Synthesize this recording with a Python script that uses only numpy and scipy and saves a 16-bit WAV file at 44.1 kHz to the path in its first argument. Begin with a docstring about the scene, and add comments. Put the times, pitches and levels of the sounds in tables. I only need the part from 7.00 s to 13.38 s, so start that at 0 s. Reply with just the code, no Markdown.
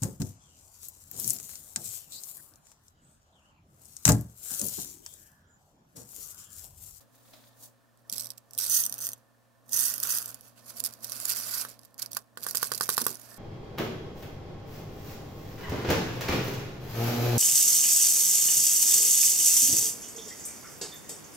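"""A small kitchen, close to the plastic bowl of a food processor. Fingers pick up a paper cup of
soaked rice and tip it. The wet grains crackle as they part, slide out in clumps and patter in the
bowl; then the cup is knocked about eleven times a second to shake out the rest. Mains hum and room
air lie behind, turned down in the pauses by a noise suppressor."""
import sys
import numpy as np
from scipy import signal
from scipy.fft import rfft, irfft, next_fast_len
from scipy.io import wavfile
from scipy.ndimage import uniform_filter1d, map_coordinates

SR = 44100
rng = np.random.default_rng(int(sys.argv[2]) if len(sys.argv) > 2 else 0)


def transcribe(signal):
    """Save signal, clipped to [-1, 1], as a 16-bit WAV file at the path in sys.argv[1]."""
    frames = np.atleast_2d(signal).T
    limited = np.clip(frames, -1, 1)
    pcm = np.round(limited * 32767).astype(np.int16)
    wavfile.write(sys.argv[1], SR, pcm)


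N = 281358
SIDES = np.array([[1], [-1]])  # left, right
MID_FLOW_DB, TOP_HZ = -40, 15820


def amp(db):
    """Decibels to gain."""
    return 10 ** (np.asarray(db) / 20)


def level(power):
    """Power to decibels."""
    return 10 * np.log10(np.abs(power) + 1e-20)


def unit(x):
    """Scale to rms 1."""
    return x / np.sqrt(np.mean(x ** 2) + 1e-20)


def along(points, hz):
    """Interpolate (Hz, value) points on a log axis."""
    point_hz, values = np.transpose(points)
    return np.interp(np.log(hz + 1), np.log(point_hz + 1), values)


def curve(points):
    """Interpolate (seconds, value) points at every sample."""
    return np.interp(np.arange(N) / SR, *np.transpose(points))


def wobble(rate_hz):
    """Smooth random curve, rate_hz knots a second."""
    knots = rng.standard_normal(int(N * rate_hz / SR) + 4)
    return map_coordinates(knots, [np.arange(N) * rate_hz / SR])


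def smoothed(x, span_s):
    """Running mean."""
    return uniform_filter1d(x, max(round(span_s * SR), 1))


def swell(peak_s, rise_s, hold_s, fall_s):
    """Power envelope, peak 1; rise and fall times span 30 dB."""
    t = np.arange(N) / SR - peak_s
    away = np.maximum(-t / rise_s, 0) + np.maximum((t - hold_s) / fall_s, 0)
    return amp(-30 * np.minimum(away, 4)) ** 2


def filtered(x, response):
    """Apply a complex frequency response."""
    size = next_fast_len(N + SR // 2)
    return irfft(rfft(x, size) * response(np.fft.rfftfreq(size, 1 / SR)), size)[..., :N]


def coloured(x, spectrum):
    """Impose a spectrum; white input keeps its power."""
    return filtered(x, lambda hz: unit(amp(along(spectrum, hz))))


def resonance(hz, centre_hz, width_hz):
    """Band-pass response, 1 at its centre."""
    return 1j * hz * width_hz / (centre_hz ** 2 - hz ** 2 + 1j * hz * width_hz)


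def add(track, start_s, sound):
    """Mix a short sound in place."""
    part = track[max(round(start_s * SR), 0):][:len(sound)]
    part += sound[:len(part)]


def grains(rate_hz, spread_db, life_s, bed_db):
    """Power of tiny uneven bursts over a bed of fine rubbing; mean near 1."""
    size = amp(spread_db * np.minimum(rng.exponential(size=N), 2.6))
    hits = (rng.random(N) < rate_hz / SR) * size ** 2
    pole = np.exp(-2 / (life_s * SR))
    power = np.abs(signal.lfilter([1], [1, -2 * pole, pole ** 2], hits))
    local_mean = np.abs(uniform_filter1d(power, size=1500)) + power.mean() / 10
    bed = amp(bed_db) ** 2
    return (power / local_mean + bed) / (1 + bed)


def scatter(power, coherence, walls_db, walls_s):
    """Stereo noise from a power curve: each grain sounds from a new spot, with new reflections."""
    shared = np.sign(rng.standard_normal(N))
    separate = np.sign(rng.standard_normal((2, N)))
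    direct = np.sqrt(power) * (np.sqrt(coherence) * shared + np.sqrt(1 - coherence) * separate)
    pole = np.exp(-1 / (walls_s * SR))
    lingering = np.abs(signal.lfilter([1 - pole], [1, -pole], power))
    return direct + amp(walls_db) * np.sqrt(lingering) * rng.standard_normal((2, N))


def friction(level_db, colour, rate_hz, coherence):
    """Fine-grained rub of a given colour."""
    power = amp(level_db) ** 2 * grains(rate_hz, spread_db=24, life_s=0.005, bed_db=-0.5)
    return coloured(scatter(power, coherence, walls_db=-21, walls_s=0.0072), colour)


# Mains hum and faint higher tones. Each row: frequency in Hz, relative level in dB.
HUM_LINES = [(117.9, 0), (235.8, -4.5), (290, -13), (547, -15), (594, -15), (675, -10)]
# Room air. Each row: frequency in Hz, relative density in dB.
AIR_COLOUR = [(15, -57.5), (25, -19), (82, -22.5), (102, -19), (123, -6.5), (152, -26), (205, -20),
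              (275, -11), (392, -29), (440, -16), (560, -11.5), (637, -23), (691, -18.5), (1100, -18.5),
              (1300, -23), (1870, -37), (15800, -43)]


def background():
    """Steady mains hum, out of step at the two microphones, over room air."""
    hum_db, air_db = -59.5, -61
    t = np.arange(N) / SR + 0.00008 * wobble(2) + 0.0008 * SIDES
    hum = sum(amp(db) * np.sin(2 * np.pi * (hz * t + rng.random())) for hz, db in HUM_LINES)
    air = coloured(rng.standard_normal((2, N)) + 0.93 * rng.standard_normal(N), AIR_COLOUR)
    return amp(hum_db) * unit(hum) + amp(air_db) * unit(air)


# Microphone balance. Each row: frequency in Hz, left minus right in dB.
BALANCE = [(125, -2), (250, -6), (500, -2), (1200, -5.5), (2400, -5), (4400, -14), (8000, -7),
           (13000, -6.5)]
# Kitchen reverberation. Each row: frequency in Hz, T60 in seconds.
KITCHEN_T60 = [(150, 0.23), (1500, 0.077), (6000, 0.0556), (15000, 0.037)]


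def microphones(x, lag_s, room_db):
    """Sound from the bowl reaches the right microphone first and louder; the kitchen reverberates."""
    balance = lambda hz: amp(SIDES * along(BALANCE, hz) / 2)
    direct = filtered(x, lambda hz: balance(hz) * np.exp(-1j * np.pi * hz * lag_s * SIDES))
    hz, t, noise = signal.stft(rng.standard_normal((2, SR // 3)), SR, nperseg=256)
    decay = amp(-60 * t / along(KITCHEN_T60, hz)[:, None])
    room = signal.istft(noise * decay, SR, nperseg=256)[1]
    reverb = signal.fftconvolve(direct, room / np.linalg.norm(room[0]), axes=1)[:, :N]
    return direct + amp(room_db) * reverb


# Finger strokes. Each row: peak time, rise and fall in seconds, relative skin and wall levels in dB.
STROKES = [(.008, 0.011, 0.059, -53, -55.5), (.15, 0.068, 0.18, -60.5, -64), (.3, 0.39, 0.36, -59, -59.5),
           (.335, 0.032, 0.42, -59, -49.5), (.485, 0.16, 0.049, -59, -64.5), (0.643, .11, 0.085, -44, -56)]
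# Skin on paper; the cup's wall. Each row: frequency in Hz, relative density in dB.
SKIN_COLOUR = [(1470, -56), (2500, -23), (4560, -8.5), (5320, -9.5), (6760, -3.5), (8660, -6), (15800, -4)]
WALL_COLOUR = [(120, -13), (200, -3), (241, 7.5), (437, -16), (607, 7), (917, -5), (2990, -13.5),
               (3490, -6.5), (6000, -15), (7800, -45), (13200, -120)]


def pick_up():
    """Fingers brush the paper wall as they take the cup."""
    skin = sum(amp(db) ** 2 * swell(s, rise, 0, fall) for s, rise, fall, db, _ in STROKES)
    wall = sum(amp(db) ** 2 * swell(s, rise, 0, fall) for s, rise, fall, _, db in STROKES)
    hiss = friction(level(skin) + 0.5, SKIN_COLOUR, rate_hz=2000, coherence=0.06)
    return hiss + friction(level(wall) - 2, WALL_COLOUR, rate_hz=330, coherence=0.23)


# Cup tilt. Each row: time in seconds, position (0 upright, 1 tipped over the bowl, 2 upside down).
TILT = [(0, 0), (1.66, 0), (1.7, 1), (3.25, 1), (3.8, 2), (6.38, 2)]
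# Cup rub; rim scrape. Each row: time in seconds, level in dB.
RUB_LEVEL = [(5.95, -70), (6.03, -42), (6.07, -73), (6.11, -50), (6.15, -64)]
SCRAPE_LEVEL = [(6.2, -70), (6.31, -55), (6.38, -54.5)]
# Rustle, rub and scrape spectra. Each row: frequency in Hz, relative density in dB.
RUSTLE_COLOUR = [(24, -50), (40, -19), (86, -14.5), (99, -18.5), (113, -14), (170, -5.5), (265, 1.5),
                 (400, -14.5), (659, 0), (869, -14), (1100, 0), (1430, -59), (2420, -120)]
RUB_COLOUR = [(80, -25), (150, -5), (240, 0), (340, -3), (600, -14), (1080, -10), (2000, -40)]
SCRAPE_COLOUR = [(1400, -17.5), (1800, -9.5), (2200, -48.5)]


def handling(flow_db):
    """The held cup rustles dully as rice shifts in it, then rubs and scrapes as it leaves."""
    shifting_db = level(smoothed(amp(flow_db - MID_FLOW_DB) ** 2, span_s=0.383))
    near_db = 3.5 * (curve(TILT) - 1)  # tilting brings the cup closer
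    rustle = friction(-64.5 + 0.12 * shifting_db + near_db, RUSTLE_COLOUR, rate_hz=400, coherence=1)
    rub = friction(curve(RUB_LEVEL), RUB_COLOUR, rate_hz=170, coherence=0.34)
    scrape = friction(curve(SCRAPE_LEVEL), SCRAPE_COLOUR, rate_hz=299, coherence=0.6)
    return rustle + rub + scrape


def paper_response(hz):
    """Yielding paper softens the treble; the small cup radiates little bass; the hollow of the bowl makes a dip
    near 2.2 kHz."""
    soft_hz, small_hz = 2200, 110
    low_pass = lambda ratio: 1 / (1 + 1j * np.sqrt(2) * ratio - ratio ** 2)
    high_pass = low_pass(hz / small_hz) * (hz / small_hz) ** 2
    dip = 1 - resonance(hz, centre_hz=2250, width_hz=700)
    return low_pass(hz / soft_hz) * dip * high_pass


# Knocks on the cup. Each row: start in seconds, then relative levels in dB of
# ring, low-mode boost, click and crackle of the loosened grains.
KNOCKS = [(4.65, -32, 5, -41, -66.5), (5.168, -26, -3, -28, -60), (5.3732, -31, 13.5, -41.5, -54),
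          (5.466, -28, 10, -32, -39.5), (5.548, -30.5, 14, -30, -35), (5.629, -22.5, 11.5, -24, -36.5),
          (5.718, -24, 11.5, -27.5, -40), (5.809, -21, 5.5, -26.5, -36), (5.8904, -20.5, 4.5, -24, -33.5),
          (5.979, -19, 0.5, -23.5, -36), (6.016, -41, 18.5, -28, -54.5), (6.0656, -22.5, 1.5, -23, -37)]
# Cup modes. Each row: frequency in Hz, relative level in dB, T60 in seconds.
CUP_MODES = [(156, -18, 0.036), (328, -22, 0.011), (480, -8.5, 0.017), (943, -7.5, 0.0093),
             (1118, 0, 0.018), (1228, 1.5, 0.019), (1498, 4, 0.014), (1720, -5, 0.0058), (3170, 1, 0.0028)]
# Knock brightness. Each row: time in seconds, slope around 1300 Hz in dB per octave.
BRIGHTNESS = [(5.17, 9), (5.65, 15.5), (6.07, -13.5)]


def knocks():
    """Each knock rings the cup's well-damped modes, a little differently at every spot."""
    track, t = np.zeros(N), np.arange(SR // 6) / SR
    hz, mode_db, t60_s = np.transpose(CUP_MODES)[:, :, None]
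    octaves = np.clip(np.log2(hz / 1300), -0.5, 0.5)
    for start_s, ring_db, boost_db, *_ in KNOCKS:
        spot_db = rng.normal(0, 1.3, hz.shape)
        detune = rng.normal(0, 0.025) + rng.normal(0, 0.015, hz.shape)
        slope_db = np.interp(start_s, *np.transpose(BRIGHTNESS)) * octaves
        strike_db = mode_db + np.where(hz < 700, boost_db, 0) + slope_db + spot_db
        modes = amp(strike_db - 60 * t / t60_s) * np.cos(2 * np.pi * hz * (1 + detune) * t)
        add(track, start_s, amp(ring_db - 5) * modes.sum(0))
    return filtered(track, paper_response)


# Clumps sliding out. Each row: time of full flow, rise, hold and fall in seconds,
# crackle in dB, rub in dB relative to the separate grains, landing in dB.
SPILLS = [(.987, .03, 0.012, .04, -65, -11.5, -96), (1.135, 0.052, 0.063, 0.16, -40.5, -11, -57.5),
          (1.538, .006, 0.0091, 0.028, -55, -20, -80), (1.589, 0.008, 0.057, 0.13, -30.5, -10, -49),
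          (1.72, 0.14, 0.084, 0.12, -28.5, 16, -48), (1.95, 0.088, 0.038, 0.09, -51.5, -4, -54),
          (2.011, 0.013, 0.065, 0.089, -38, -12, -52), (2.745, 0.053, 0.12, 0.23, -27.5, -1.5, -44),
          (3.036, 0.056, .01, 0.15, -34, 1, -41), (3.095, 0.1, 0.057, 0.16, -29.5, -2, -43),
          (3.295, 0.083, 0.009, 0.1, -44, -7, -55), (3.455, 0.12, .03, 0.065, -56.5, 7, -61),
          (3.575, 0.032, 0.0035, 0.058, -61.5, 14.5, -54), (3.695, 0.092, 0.0086, 0.048, -45, 22, -53),
          (3.768, 0.053, 0.008, 0.11, -43.5, 6, -56.5), (3.846, 0.018, 0.019, 0.045, -35, -12, -51),
          (3.89, 0.055, 0.046, 0.14, -56, -15, -60), (4.04, 0.049, 0.0045, 0.106, -43, -3, -55.5),
          (4.12, 0.1195, 0.14, 0.29, -42.5, -1, -51), (4.29, 0.12, 0.0308, 0.12, -31.5, -5, -45.5),
          (4.375, 0.087, 0.019, 0.15, -35, -4, -49), (4.53, 0.43, 0.086, 0.081, -35, 7.5, -44.5),
          (4.69, 0.046, 0.034, 0.053, -50.5, -10, -58.5), (4.835, 0.072, 0.0029, 0.14, -57.5, -24, -68),
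          (4.99, 0.013, 0.0083, 0.036, -44, -6, -51.5), (5.021, 0.031, 0.0105, 0.052, -44.5, 3, -51),
          (5.11, 0.0055, .008, 0.013, -50.5, -8, -75), (5.166, 0.097, 0.0033, 0.026, -52, -14, -51.5),
          (5.432, .06, 0.013, 0.088, -41.5, -13, -53.5), (5.6, .04, 0.016, 0.075, -42.5, -9, -51),
          (5.835, .03, 0.028, 0.055, -44.5, -11.5, -69), (6.22, .4, .1, 0.99, -54.5, -1, -60)]


def flow():
    """Poured and shaken-out clumps sum to three dB curves: crackle, its share of rubbing, landing."""
    delay_s, shake_envelope_s = 0.0097, (0.02, 0.024, 0.11)
    roll_on = 2.03  # landing grains take this many times longer to settle
    shaken = [(s + delay_s, *shake_envelope_s, db, -20, db - 15) for s, *_, db in KNOCKS]
    moving, rubbing, landing = np.zeros((3, N))
    for peak_s, rise_s, hold_s, fall_s, crackle_db, rub_db, landing_db in list(SPILLS) + shaken:
        clump = amp(crackle_db) ** 2 * swell(peak_s, rise_s, hold_s, fall_s)
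        moving += clump
        rubbing += clump * rub_db
        landing += amp(landing_db) ** 2 * swell(peak_s, rise_s, hold_s, fall_s * roll_on)
    return level(moving), rubbing / moving, level(landing)


# Thud on the bare bowl. Each row: frequency in Hz, relative density in dB.
THUD_COLOUR = [(60, -19), (140, -2), (260, 0), (450, -12), (800, -29)]


def thud():
    """The first clump lands with no rice yet to cushion it."""
    power = amp(-53.5) ** 2 * swell(peak_s=1.126, rise_s=0.0033, hold_s=0.0053, fall_s=0.03)
    return coloured(scatter(power, coherence=0.65, walls_db=-19, walls_s=0.007), THUD_COLOUR)


# Bowl cavity. Each row: frequency in Hz, relative density in dB.
BOWL_COLOUR = [(100, -37.5), (300, -13), (700, -12.5), (950, -10), (1250, 1), (1600, -4), (1900, -10),
               (2150, -6), (2700, -9.5), (4000, -10.5)]


def patter(landing_db):
    """Landing grains sound the hollow of the bowl."""
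    power = amp(landing_db - 0.5) ** 2 * grains(rate_hz=900, spread_db=5, life_s=0.0026, bed_db=-18)
    return coloured(scatter(power, coherence=0.41, walls_db=-5.5, walls_s=0.0051), BOWL_COLOUR)


def tilt_weight(position):
    """Crossfade weight, 1 while the cup is in this position."""
    return np.clip(1 - abs(curve(TILT) - position), 0, 1)


def trapped_air(x):
    """Air between the tipped cup and the bowl absorbs two narrow bands."""
    absorbed = lambda hz: resonance(hz, 2180, width_hz=240) + 0.55 * resonance(hz, 4050, width_hz=240)
    return x - filtered(tilt_weight(1) * x, absorbed)


# Random colour patches, fast and slow. Each row: depth in dB, width in Hz, length in seconds.
PATCHES = [(2.1, 1100, .012), (1.1, 700, .07)]


def clump_colour(x):
    """Each wet clump, and each stretch of the slide, has its own colour at a steady treble level."""
    hz, t, spectrum = signal.stft(x, SR, nperseg=128)
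    colour_db = 0
    for depth_db, width_hz, length_s in PATCHES:
        field = rng.standard_normal(spectrum.shape[1:])
        field = uniform_filter1d(field, max(round(width_hz / hz[1]), 1), axis=0)
        field = uniform_filter1d(field, max(round(length_s / t[1]), 1), axis=1)
        colour_db += depth_db * unit(field)
    gain = amp(colour_db)
    treble = (hz > 5000) & (hz < TOP_HZ)
    gain /= np.sqrt(np.mean(gain[treble] ** 2, axis=0))
    return signal.istft(spectrum * gain, SR, nperseg=128)[1][:, :N]


# Bowl floor modes. Each row: frequency in Hz, width in Hz, relative level in dB.
FLOOR_MODES = [(6110, 150, 1), (6570, 200, -5), (8600, 170, 0), (9370, 150, -8), (11700, 1200, -7),
               (14600, 400, -5.5)]
# Floor ring. Each row: time in seconds, gain in dB.
FLOOR_GAIN = [(1.66, -13.5), (1.72, 13.5), (1.85, 6.5), (2.75, 3.5), (3.2, -72), (3.6, -32.5)]


def floor_ring(grain_noise):
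    """The bowl's bare floor rings until rice covers it."""
    modes = lambda hz: sum(amp(db) * resonance(hz, centre, width) for centre, width, db in FLOOR_MODES)
    return filtered(grain_noise * amp(curve(FLOOR_GAIN)), modes)


def burst(rise_s, steepness):
    """Power of one short burst, peak 1; a steep one stops dead."""
    age = (np.arange(SR // 100) / SR / rise_s) ** steepness
    return age * np.exp(1 - age)


# Single wet snaps of grains parting or landing. Each row: start in seconds, relative level in dB.
SNAPS = [(1.0968, -23), (1.0982, -21), (1.117, -27), (1.1258, -14.5), (1.1352, -19), (1.162, -26),
         (1.1813, -15.5), (1.2081, -17), (1.2446, -24), (1.2532, -27), (1.258, -23), (1.2695, -25),
         (1.304, -19), (1.3098, -31), (1.318, -34), (1.376, -37), (1.3798, -27.5), (1.5093, -34),
         (1.5343, -27), (1.5498, -33), (1.578, -13.5), (1.5844, -16), (1.587, -13), (1.642, -14.5),
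         (1.698, -14), (1.8375, -14), (1.853, -17.5), (1.8635, -11), (1.896, -20.5), (1.9249, -17),
         (1.9408, -21), (1.9813, -24.5), (2.0042, -24), (2.0109, -21), (2.0175, -23), (2.0681, -14.5),
         (2.0894, -17.5), (2.118, -29), (2.1329, -20), (2.6933, -32), (2.7325, -16), (2.7925, -12),
         (2.9396, -14), (2.9802, -16.5), (3.0014, -15.5), (3.0305, -14), (3.0352, -8), (3.168, -18),
         (3.174, -14), (3.185, -10.5), (3.2264, -21), (3.2587, -19.5), (3.291, -25), (3.3443, -23.5),
         (3.4095, -33.5), (3.798, -21.5), (3.8025, -10.5), (3.8395, -13), (3.8506, -16), (3.862, -15),
         (3.9374, -27), (4.0445, -17), (4.0674, -33), (4.0966, -22), (4.12, -16), (4.2009, -17.5),
         (4.2546, -10), (4.3034, -13.5), (4.6128, -18), (4.7167, -36), (4.7919, -34), (4.8495, -38),
         (4.943, -40), (4.9799, -30), (4.9955, -25), (5.0204, -19), (5.0238, -18.5), (5.0268, -16.5),
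         (5.0607, -22.5), (5.1316, -20.5), (5.1485, -23), (5.189, -32), (5.4315, -24.5), (5.438, -21.5),
         (5.51, -16), (5.553, -16), (5.555, -12.5), (5.5712, -9.5), (5.6796, -30), (5.7369, -18),
         (5.7773, -19), (5.8311, -16), (5.8361, -18), (5.9324, -18), (5.9689, -15), (6.0494, -24),
         (6.0535, -19), (6.1281, -28), (6.1546, -27)]
# Crackle spectrum per cup position. Each row: frequency in Hz, relative density in dB.
UPRIGHT_COLOUR = [(1120, -48), (1900, -21), (2990, -15.5), (3470, -10), (4990, -5), (5650, 0.5),
                  (6870, -5.5), (7990, 2), (9700, -1.5), (13800, 1.5), (15800, -10)]
TIPPED_COLOUR = [(1120, -47), (1900, -8), (2210, -52), (2660, -16), (3440, -11.5), (4000, -16.5),
                 (4410, -11.5), (6230, 0), (7240, -4), (8800, 0.5), (10100, 0), (11400, 3), (13700, 0.5),
                 (14800, 3), (15800, -8.5)]
UPTURNED_COLOUR = [(1120, -14.5), (1900, -7), (2080, -13.5), (2520, -9.5), (3290, -9.5), (3930, -7),
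                   (4730, 0.5), (5600, 2.5), (6510, 1.5), (11600, 5.5), (13200, 6), (15800, -3)]


def crackle(flow_db, rub_db):
    """Wet grains crackle as they part, denser with more flow; snaps and knock clicks stand out."""
    excess_db = flow_db - MID_FLOW_DB
    clumps_db = 2.1 * wobble(110) + 1.7 * wobble(600)
    spread_db = 9 - 0.099 * np.maximum(excess_db, 0)  # fewer grains stand out of a sliding mass
    texture = grains(1400 * amp(0.5 * excess_db), spread_db, life_s=0.00077, bed_db=rub_db)
    power = amp(flow_db + clumps_db + 0.57) ** 2 * texture
    for start_s, snap_db in SNAPS:
        add(power, start_s, amp(snap_db - 7.5) ** 2 * burst(rise_s=0.0005, steepness=1.51))
    for start_s, _, _, click_db, _ in KNOCKS:
        add(power, start_s, amp(click_db + 4) ** 2 * burst(rise_s=0.001, steepness=1))
    grain_noise = scatter(power, coherence=0.2, walls_db=-14, walls_s=0.001)
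    body = sum(coloured(grain_noise * tilt_weight(position), colour)
               for position, colour in enumerate([UPRIGHT_COLOUR, TIPPED_COLOUR, UPTURNED_COLOUR]))
    low_cut_hz = 500  # grains are too small to make bass
    body = filtered(body, lambda hz: 1j * hz / (low_cut_hz + 1j * hz))
    return body + floor_ring(grain_noise)


# Drift of the landing spot. Each row: time in seconds, left minus right in dB.
DRIFT = [(1.2, 0.1), (1.75, 1.5), (2.05, 3), (2.8, -0.7), (3.2, 2), (3.8, 0), (4.3, 0), (6, -0.6)]


def scene():
    """Rice, cup and hand above the bowl, in the kitchen."""
    flow_db, rub_db, landing_db = flow()
    rice = trapped_air(clump_colour(crackle(flow_db, rub_db)) + patter(landing_db) + thud())
    rice = microphones(rice * amp(SIDES * curve(DRIFT) / 2), lag_s=0.00003, room_db=-8.5)
    cup = microphones(knocks() + handling(flow_db), lag_s=0.00015, room_db=-9)
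    return rice + cup + pick_up() + background()


def record(dry):
    """A noise suppressor cuts the low band when the treble is quiet; a steep low-pass follows."""
    split_hz, open_db, cut_db_per_db, max_cut_db, react_s = 1660, -43, 0.33, 13, 0.11
    low = filtered(dry, lambda hz: 1 / (1 + (hz / split_hz) ** 6))
    treble = dry - low
    treble_power = smoothed(np.mean(treble ** 2, axis=0), span_s=0.0057)
    treble_db = smoothed(level(treble_power), react_s)
    cut_db = np.clip(cut_db_per_db * (open_db - treble_db), 0, max_cut_db)
    return filtered(treble + amp(-cut_db) * low, lambda hz: 1 / (1 + (hz / TOP_HZ) ** 400))


dry = scene()
out = record(dry)
transcribe(out)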